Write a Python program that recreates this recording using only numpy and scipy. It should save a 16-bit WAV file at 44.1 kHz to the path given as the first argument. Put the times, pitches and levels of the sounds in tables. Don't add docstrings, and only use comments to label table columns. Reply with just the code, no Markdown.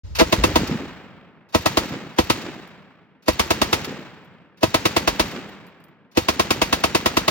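import sys
import numpy as np
from scipy import signal
from scipy.fft import rfft, irfft, next_fast_len
from scipy.io import wavfile
from scipy.ndimage import uniform_filter1d

SR = 44100
rng = np.random.default_rng(int(sys.argv[2]) if len(sys.argv) > 2 else 0)


def output_pcm(signal):
    pcm = np.clip(np.atleast_2d(signal).T, -1, 1) * 32767
    wavfile.write(sys.argv[1], SR, np.round(pcm).astype(np.int16))


N = 321930

# (first round t/s, last round t/s, number of rounds, lag of the last cycle t/s,
# ring level/dB, thump level/dB, echo level/dB, bolt catch level/dB)
BURSTS = [(0.2098, 0.5568, 4, .006, 2.5, 2, 8.5, -17), (1.5473, 1.7712, 3, 0.0035, -1, 0.5, 1, -28),
          (2.186, 2.299, 2, 0, -1.5, 0, -0.5, -24), (3.2819, 3.7287, 5, 0.0016, -2, -.5, 0, -14.5),
          (4.631, 5.196, 6, .0105, -1, 0, -1.5, -23.5), (6.1724, 7.2796, 11, 0, -2, -2.5, -2.5, -23)]
# (f/Hz, level/dB)
RUMBLE_SPECTRUM = [(20, -13), (40, -9), (60, 5), (90, 1), (140, -15.5), (300, -37.5), (1000, -48.5),
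                   (5000, -41.5), (16000, -63.5)]
# (f/Hz, level/dB)
AIR_SPECTRUM = [(25, -28), (70, -10), (180, -2), (1500, -21.5), (5000, -36.5), (16000, -59.5)]
STEEL_HZ = [2660, 3770, 4520, 5400, 12400, 13500, 14600]
# (f/Hz, level/dB)
SWELL_SPECTRUM = [(100, -23.5), (300, -8), (550, 0), (950, -6), (1500, -11), (3000, -12.5),
                  (7000, -20.5), (16000, -44)]
# (f/Hz, level/dB)
BLAST_SPECTRUM = [(100, -8.5), (300, -1.5), (600, -3), (1100, -1), (1550, -6.5), (2500, -4), (3300, -7),
                  (5000, -8), (6500, -12.5), (10000, -12.5), (12500, -19), (16000, -19.5)]
# (f/Hz, level/dB, T60/s, left phase lead/rad)
BODY_MODES = [(162.4, -7.5, 0.064, 1.75), (233, -6.5, 0.059, 0.9), (329.7, 4.5, 0.045, 1.12),
              (497, -2, 0.059, 1.24), (640.5, 3, 0.041, 1.87), (777, -7.5, 0.084, 3.5),
              (914.5, -11, 0.13, 2), (992, -6, .055, 1.34), (1071, -6.5, 0.039, 1),
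              (1287, -9.5, 0.085, 1.5), (1950, -15, 0.1, 0.75), (2295, -19.5, 0.049, 5),
              (2633, -6.5, 0.035, 1), (3060, -16, 0.041, 0.5), (3720, -12.5, 0.08, 1.8),
              (4500, -18.5, 0.11, 0.5)]
# (f/Hz, level/dB)
ROLL_SPECTRUM = [(30, -16.5), (60, -5), (110, -6), (170, 1.5), (340, -5), (500, -5), (1000, -6.5),
                 (2500, -5.5), (5000, -9), (8000, -11), (12000, -37), (16000, -18.5)]
# (f/Hz, T60/s)
ROLL_T60 = [(50, 1), (100, 2.8), (180, 2.92), (500, 2.17), (1500, 2.02), (3000, 1.433), (6000, 0.77),
            (14000, 1.1)]
# (distance/m, depth/m, level/dB)
REFLECTORS = [(11.97, 7, -7.5), (28.79, 11, -2), (46.5, 10, -10.5)]
# (t/s, level/dB)
BRASS_LANDINGS = [(2.676, -50.5), (4.247, -58.5), (5.49, -48), (5.667, -50), (5.803, -61), (5.84, -49),
                  (5.884, -61)]
# (f/Hz, level/dB, T60/s)
BRASS_MODES = [(3300, -3.5, .015), (4680, -6, .02), (7300, -5, .02), (10360, 4, .025), (14280, -2, .09)]
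# (f/Hz, left lead/rad)
NEAR_PHASE = [(100, 4.5), (240, 0.45), (330, 1.5), (650, 1.92), (1500, 1.87), (6000, 1.8), (8000, 3.37),
              (11500, 4.75), (16000, 3.9)]
FAR_PHASE = [(100, 1.5), (400, 0.23), (1500, 0.16), (3200, 1.4), (6000, 2.14), (8000, 1.5), (11500, 14.5),
             (16000, 4)]
BOOM_PHASE = [(100, .2), (1000, 1)]
# (f/Hz, coherence from 0 to 1)
COHERENCE = [(100, 0.99), (300, 0.88), (700, 0.96), (2500, 0.64), (6000, 0.13), (8000, 1), (11500, 1),
             (15000, 0.21)]
# (f/Hz, level/dB)
MID_RESPONSE = [(7000, 0.5), (8500, -7.5), (10000, -33), (11500, -14), (12500, -0.5)]

SOUND_M_PER_S = 343
BELT_START_S = .002
FIRST_BLAST_DB, FIRST_RING_DB, FIRST_THUMP_DB = -1.0, 5.5, 5
FIRST_ECHO_DB, LAST_ECHO_DB = -2.5, 4


def from_db(db):
    return 10 ** (np.asarray(db) / 20)


def at_hz(points, hz):
    f, value = np.transpose(points)
    return np.interp(np.log(np.maximum(hz, 1)), np.log(f), value)


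def seconds(size):
    return np.arange(size) / SR


def fade(t, t60):
    return (t >= 0) * np.exp(-np.log(1000) * np.maximum(t, 0) / t60)


def coloured(x, spectrum):
    gain = from_db(at_hz(spectrum, np.fft.rfftfreq(x.shape[-1], 1 / SR)))
    return irfft(rfft(x) * gain / np.sqrt(np.mean(gain ** 2)), x.shape[-1])


def ports(pair, phase):
    hz = np.fft.rfftfreq(pair.shape[-1], 1 / SR)
    coherence = np.clip(at_hz(COHERENCE, hz), 0, 1)
    common = rfft(pair[0]) * np.sqrt((1 + coherence) / 2)
    diffuse = rfft(pair[1]) * np.sqrt((1 - coherence) / 2)
    turn = np.exp(.5j * at_hz(phase, hz))
    return irfft(np.array([(common + diffuse) * turn, (common - diffuse) / turn]), pair.shape[-1])


def add(out, s, sound):
    start = max(round(s * SR), 0)
    part = sound[..., :max(N - start, 0)]
    out[..., start:start + part.shape[-1]] += part


def place(times, sounds):
    out = np.zeros((2, N))
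    for s, sound in zip(times, sounds):
        add(out, s, sound)
    return out


def rounds():
    rows = []
    for start, end, shots, lag, ring_db, thump_db, echo_db, _ in BURSTS:
        k = np.arange(round(shots))
        first, last = k == 0, k == k[-1]
        steady = np.linspace(start + BELT_START_S, end - lag, len(k))
        rows.append(np.c_[steady - first * BELT_START_S + last * lag,
                          first * FIRST_BLAST_DB,
                          ring_db + first * FIRST_RING_DB,
                          thump_db + first * FIRST_THUMP_DB,
                          echo_db + first * FIRST_ECHO_DB + last * LAST_ECHO_DB])
    return np.vstack(rows)


def rumble(level_db=-60.0, start_s=.034, rise_s=0.0088, t60=4.0, air_db=-81.0):
    t = np.maximum(seconds(N) - start_s, 0)
    low, air = rng.standard_normal((2, 2, next_fast_len(N, True)))
    air = from_db(air_db) * coloured(air, AIR_SPECTRUM)[:, :N]
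    low = from_db(level_db) * ports(coloured(low, RUMBLE_SPECTRUM), FAR_PHASE)[:, :N]
    return (1 - np.exp(-t / rise_s)) * (low * fade(t, t60) + air)


def bolt(release_s=0.06, release_db=-46.5, feed_s=0.024, feed_db=-36, catch_s=.115,
         rise_s=0.0034, slide_t60=0.18, catch_t60=0.059, low_hz=900.0, ring_db=-0.5, ring_q=28.0):
    t = seconds(4096)
    starts, ends, *_, catch_db = np.transpose(BURSTS)
    times = np.r_[starts - release_s, starts - feed_s, ends + catch_s]
    level_db = np.r_[np.repeat([release_db, feed_db], len(starts)), catch_db][:, None]
    t60 = np.repeat([slide_t60, slide_t60, catch_t60], len(starts))[:, None]
    envelope = from_db(level_db) * (1 - np.exp(-t / rise_s)) * fade(t, t60)
    noise = ports(coloured(rng.standard_normal((2, len(times), len(t))), BLAST_SPECTRUM), NEAR_PHASE)
    clacks = place(times, (noise * envelope).swapaxes(0, 1)) + 1e-18
    ring = sum(signal.lfilter(*signal.iirpeak(hz, ring_q, fs=SR), clacks) for hz in STEEL_HZ)
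    highpass = signal.butter(2, low_hz, "high", fs=SR, output="sos")
    return signal.sosfilt(highpass, (clacks + from_db(ring_db) * ring) / 2)


def hollow_swell(level_db=-26.0, swell_s=0.036):
    t = seconds(2048)
    times, _, ring_db, _, _ = rounds().T
    noise = ports(coloured(rng.standard_normal((2, len(times), len(t))), SWELL_SPECTRUM), NEAR_PHASE)
    swells = noise * fade(t[::-1], swell_s) * from_db(level_db + ring_db)[:, None]
    return place(times - t[-1], swells.swapaxes(0, 1))


def muzzle_blast(level_db=-11.0, repeat_share=.45, rise_s=0.00048, hold_s=0.004, t60=0.079,
                 scatter_db=-11.5, scatter_t60=0.22):
    t = seconds(8192)
    times, blast_db = rounds().T[:2]
    repeated = np.sqrt(repeat_share) * rng.standard_normal((2, 1, len(t)))
    turbulence = np.sqrt(1 - repeat_share) * rng.standard_normal((len(times), 2, len(t)))
    noise = ports(coloured(repeated + turbulence.swapaxes(0, 1), BLAST_SPECTRUM), NEAR_PHASE)
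    held_s = hold_s * from_db(2 * blast_db)[:, None]
    direct = fade(np.maximum(t - held_s, 0), t60)
    scattered = from_db(scatter_db) * fade(t, scatter_t60)
    envelope = (1 - np.exp(-t / rise_s)) * np.hypot(direct, scattered)
    blasts = noise * envelope * from_db(blast_db + level_db)[:, None]
    return place(times - .0005, blasts.swapaxes(0, 1))


def body_ring(level_db=-13.5, vary_db=1.0, detune=.011, build_cycles=1.0, crossover_hz=878.0,
              hold_s=0.004, scatter_rad=0.46, delay_s=0.001165):
    t, out = seconds(6000), np.zeros((2, N))
    hz, mode_db, t60, lead = np.transpose(BODY_MODES)[:, :, None]
    start_phase = np.pi * np.arange(len(hz))[:, None] ** 2 / 4
    build = 1 - np.exp(-(t * hz / build_cycles) ** 2)
    low = 1 / (1 + (hz / crossover_hz) ** 2)
    for s, blast_db, ring_db, _, _ in rounds():
        strength, pitch, left, right = rng.standard_normal((4, len(hz), 1))
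        gain = from_db(level_db + low * ring_db + (2 - low) * blast_db + mode_db + vary_db * strength)
        envelope = gain * build * fade(np.maximum(t - hold_s * from_db(ring_db), 0), t60)
        phase = start_phase + np.array([scatter_rad * left + lead / 2, scatter_rad * right - lead / 2])
        modes = envelope * np.sin(2 * np.pi * hz * (1 + detune * pitch) * t + phase)
        late_s = delay_s * from_db(4 * blast_db)
        add(out, s + late_s, modes.sum(axis=1))
    return out


def gas_thump(level_db=-18.5, start_hz=120.0, end_hz=68.0, fall_s=0.011, detune=.17, t60=0.065,
              delay_s=0.007, bounce_s=.048, bounce_db=-10.0):
    t, out = seconds(9000), np.zeros((2, N))
    cycles = end_hz * t + (start_hz - end_hz) * fall_s * (1 - np.exp(-t / fall_s))
    for s, _, _, thump_db, _ in rounds():
        pitch = 1 + detune * rng.standard_normal()
        wave = from_db(level_db + thump_db) * np.sin(2 * np.pi * cycles * pitch) * fade(t, t60)
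        add(out, s + delay_s, wave)
        add(out, s + bounce_s, from_db(bounce_db) * wave)
    return out


def roll(level_db=-33.5, rise_s=0.034, grain_db=2.0, echo_weight=0.36,
         forest_s=0.21, forest_width_s=0.076, forest_db=1.0, forest_hz=297.4):
    t = seconds(98304)
    hz = np.fft.rfftfreq(len(t), 1 / SR)
    centres = np.geomspace(40, 16000, 14)
    impulses = np.zeros((2, N))
    for s, _, _, _, echo_db in rounds():
        angle = rng.uniform(0, np.pi)
        blend = np.array([np.cos(angle), np.sin(angle)])
        impulses[:, round(s * SR)] = from_db(level_db + echo_weight * echo_db) * blend
    knots = t[::256]
    grain = from_db(grain_db * np.interp(t, knots, rng.standard_normal(len(knots))))
    spectra = rfft(ports(coloured(rng.standard_normal((2, 2, len(t))), ROLL_SPECTRUM), FAR_PHASE))
    swell = from_db(forest_db) * np.exp(-((t - forest_s) / forest_width_s) ** 2)
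    response = 0
    for centre, weights in zip(centres, np.eye(len(centres))):
        band = irfft(spectra * at_hz(np.c_[centres, weights], hz))
        forest = swell / (1 + np.log2(centre / forest_hz) ** 2)
        response += band * (1 - np.exp(-t / rise_s) + forest) * fade(t, at_hz(ROLL_T60, centre))
    return signal.fftconvolve(impulses[None], response * grain, axes=-1).sum(axis=1)[:, :N]


def belt_links(level_db=-40.5, t60=.045, settle_db_per_s=53.0, scatter_s=.12, vary_db=4.0,
               detune=0.023, count=7):
    t, out = seconds(4096), np.zeros((2, N))
    hz = np.array(STEEL_HZ)[:, None]
    for s in rounds()[:, 0]:
        for late_s in .02 + rng.exponential(scatter_s, count):
            strength, pitch, left, right = rng.standard_normal((4, len(hz), 1))
            gain = from_db(level_db - settle_db_per_s * late_s + vary_db * strength) * np.sqrt(hz[0] / hz)
            modes = np.sin(2 * np.pi * hz * (1 + detune * pitch) * t + np.array([left, right]))
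            add(out, s + late_s, (gain * fade(t, t60) * modes).sum(axis=1))
    return out


def dull_echoes(level_db=-27.5, hz=292.0, detune=0.36, rise_cycles=0.52, lead_rad=0.24, count=6):
    t, out = seconds(2048), np.zeros((2, N))
    phase = np.array([[lead_rad], [0]])
    for s, _, _, _, echo_db in rounds():
        for distance, depth, surface_db in REFLECTORS:
            gain = from_db(level_db + echo_db + surface_db)
            metres = distance + depth * ((np.arange(count) + rng.random(count)) / count - .5)
            for delay_s, pitch in zip(2 * metres / SOUND_M_PER_S, rng.standard_normal(count)):
                cycles = t * hz * np.exp(detune * pitch)
                envelope = cycles / rise_cycles * np.exp(1 - cycles / rise_cycles)
                add(out, s + delay_s, gain * envelope * np.sin(2 * np.pi * cycles + phase))
    return out


def sharp_echoes(level_db=-30.0, distance_m=30.0, depth_m=9.0, low_hz=700.0, high_hz=2600.0, count=10):
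    clicks = np.zeros((2, N))
    for s in rounds()[:, 0]:
        for metres in distance_m + depth_m * (rng.random(count) - .5):
            add(clicks, s + 2 * metres / SOUND_M_PER_S, rng.standard_normal((2, 1)))
    bandpass = signal.butter(2, [low_hz, high_hz], "band", fs=SR, output="sos")
    band_share = 2 * (high_hz - low_hz) / SR
    return from_db(level_db) / band_share * signal.sosfilt(bandpass, clicks + 1e-18)


def boom(start_s=.378, level_db=-13.5, hz=56.0, rise_s=.007, t60=.2, tail_db=-11.0, tail_t60=1.1):
    t = seconds(65536)
    tail = ports(coloured(rng.standard_normal((2, len(t))), RUMBLE_SPECTRUM), BOOM_PHASE)
    wave = np.sin(2 * np.pi * hz * t) * fade(t, t60) + from_db(tail_db) * tail * fade(t, tail_t60)
    return place([start_s], [from_db(level_db) * (1 - np.exp(-t / rise_s)) * wave])


def spent_brass(detune=0.02, tick_db=-1.5, tick_t60=.012):
    t, out = seconds(8192), np.zeros((2, N))
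    hz, mode_db, t60 = np.transpose(BRASS_MODES)[:, :, None]
    phase = at_hz(NEAR_PHASE, hz) / 2 * np.array([1, -1])[:, None, None]
    for s, level_db in BRASS_LANDINGS:
        case_hz = hz * (1 + detune * rng.standard_normal(hz.shape))
        ring = (from_db(mode_db) * fade(t, t60) * np.sin(2 * np.pi * case_hz * t + phase)).sum(axis=1)
        tick = from_db(tick_db) * fade(t, tick_t60) * rng.standard_normal((2, len(t)))
        add(out, s, from_db(level_db) * (ring + tick))
    return out


def gain_control(x, open_db=29.0, ceiling_db=-9.0):
    power = uniform_filter1d(np.mean(x ** 2, axis=0), size=128)
    loudest = np.sqrt(np.maximum.accumulate(np.maximum(power, 1e-18)))
    return x * np.clip(from_db(ceiling_db) / loudest, 1, from_db(open_db))


def scene():
    gun = hollow_swell() + muzzle_blast() + body_ring() + gas_thump() + bolt()
    clatter = belt_links() + spent_brass()
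    reflections = dull_echoes() + sharp_echoes() + roll()
    return gun + clatter + reflections + boom() + rumble()


def record(dry, saturation=0.83, clip=0.66, low_hz=37.4, high_hz=16000):
    highpass = signal.butter(3, low_hz, "high", fs=SR, output="sos")
    lowpass = signal.ellip(10, .1, 80, high_hz, fs=SR, output="sos")
    left, right = saturation * np.tanh(signal.sosfilt(highpass, gain_control(dry)) / saturation)
    size = next_fast_len(N + SR, True)
    mid_gain = from_db(at_hz(MID_RESPONSE, np.fft.rfftfreq(size, 1 / SR)))
    mid = irfft(rfft(left + right, size) * mid_gain, size)[:N]
    side = left - right
    wide = np.array([mid + side, mid - side]) / 2
    return signal.sosfilt(lowpass, np.clip(wide, -clip, clip))


dry = scene()
out = record(dry)
output_pcm(out)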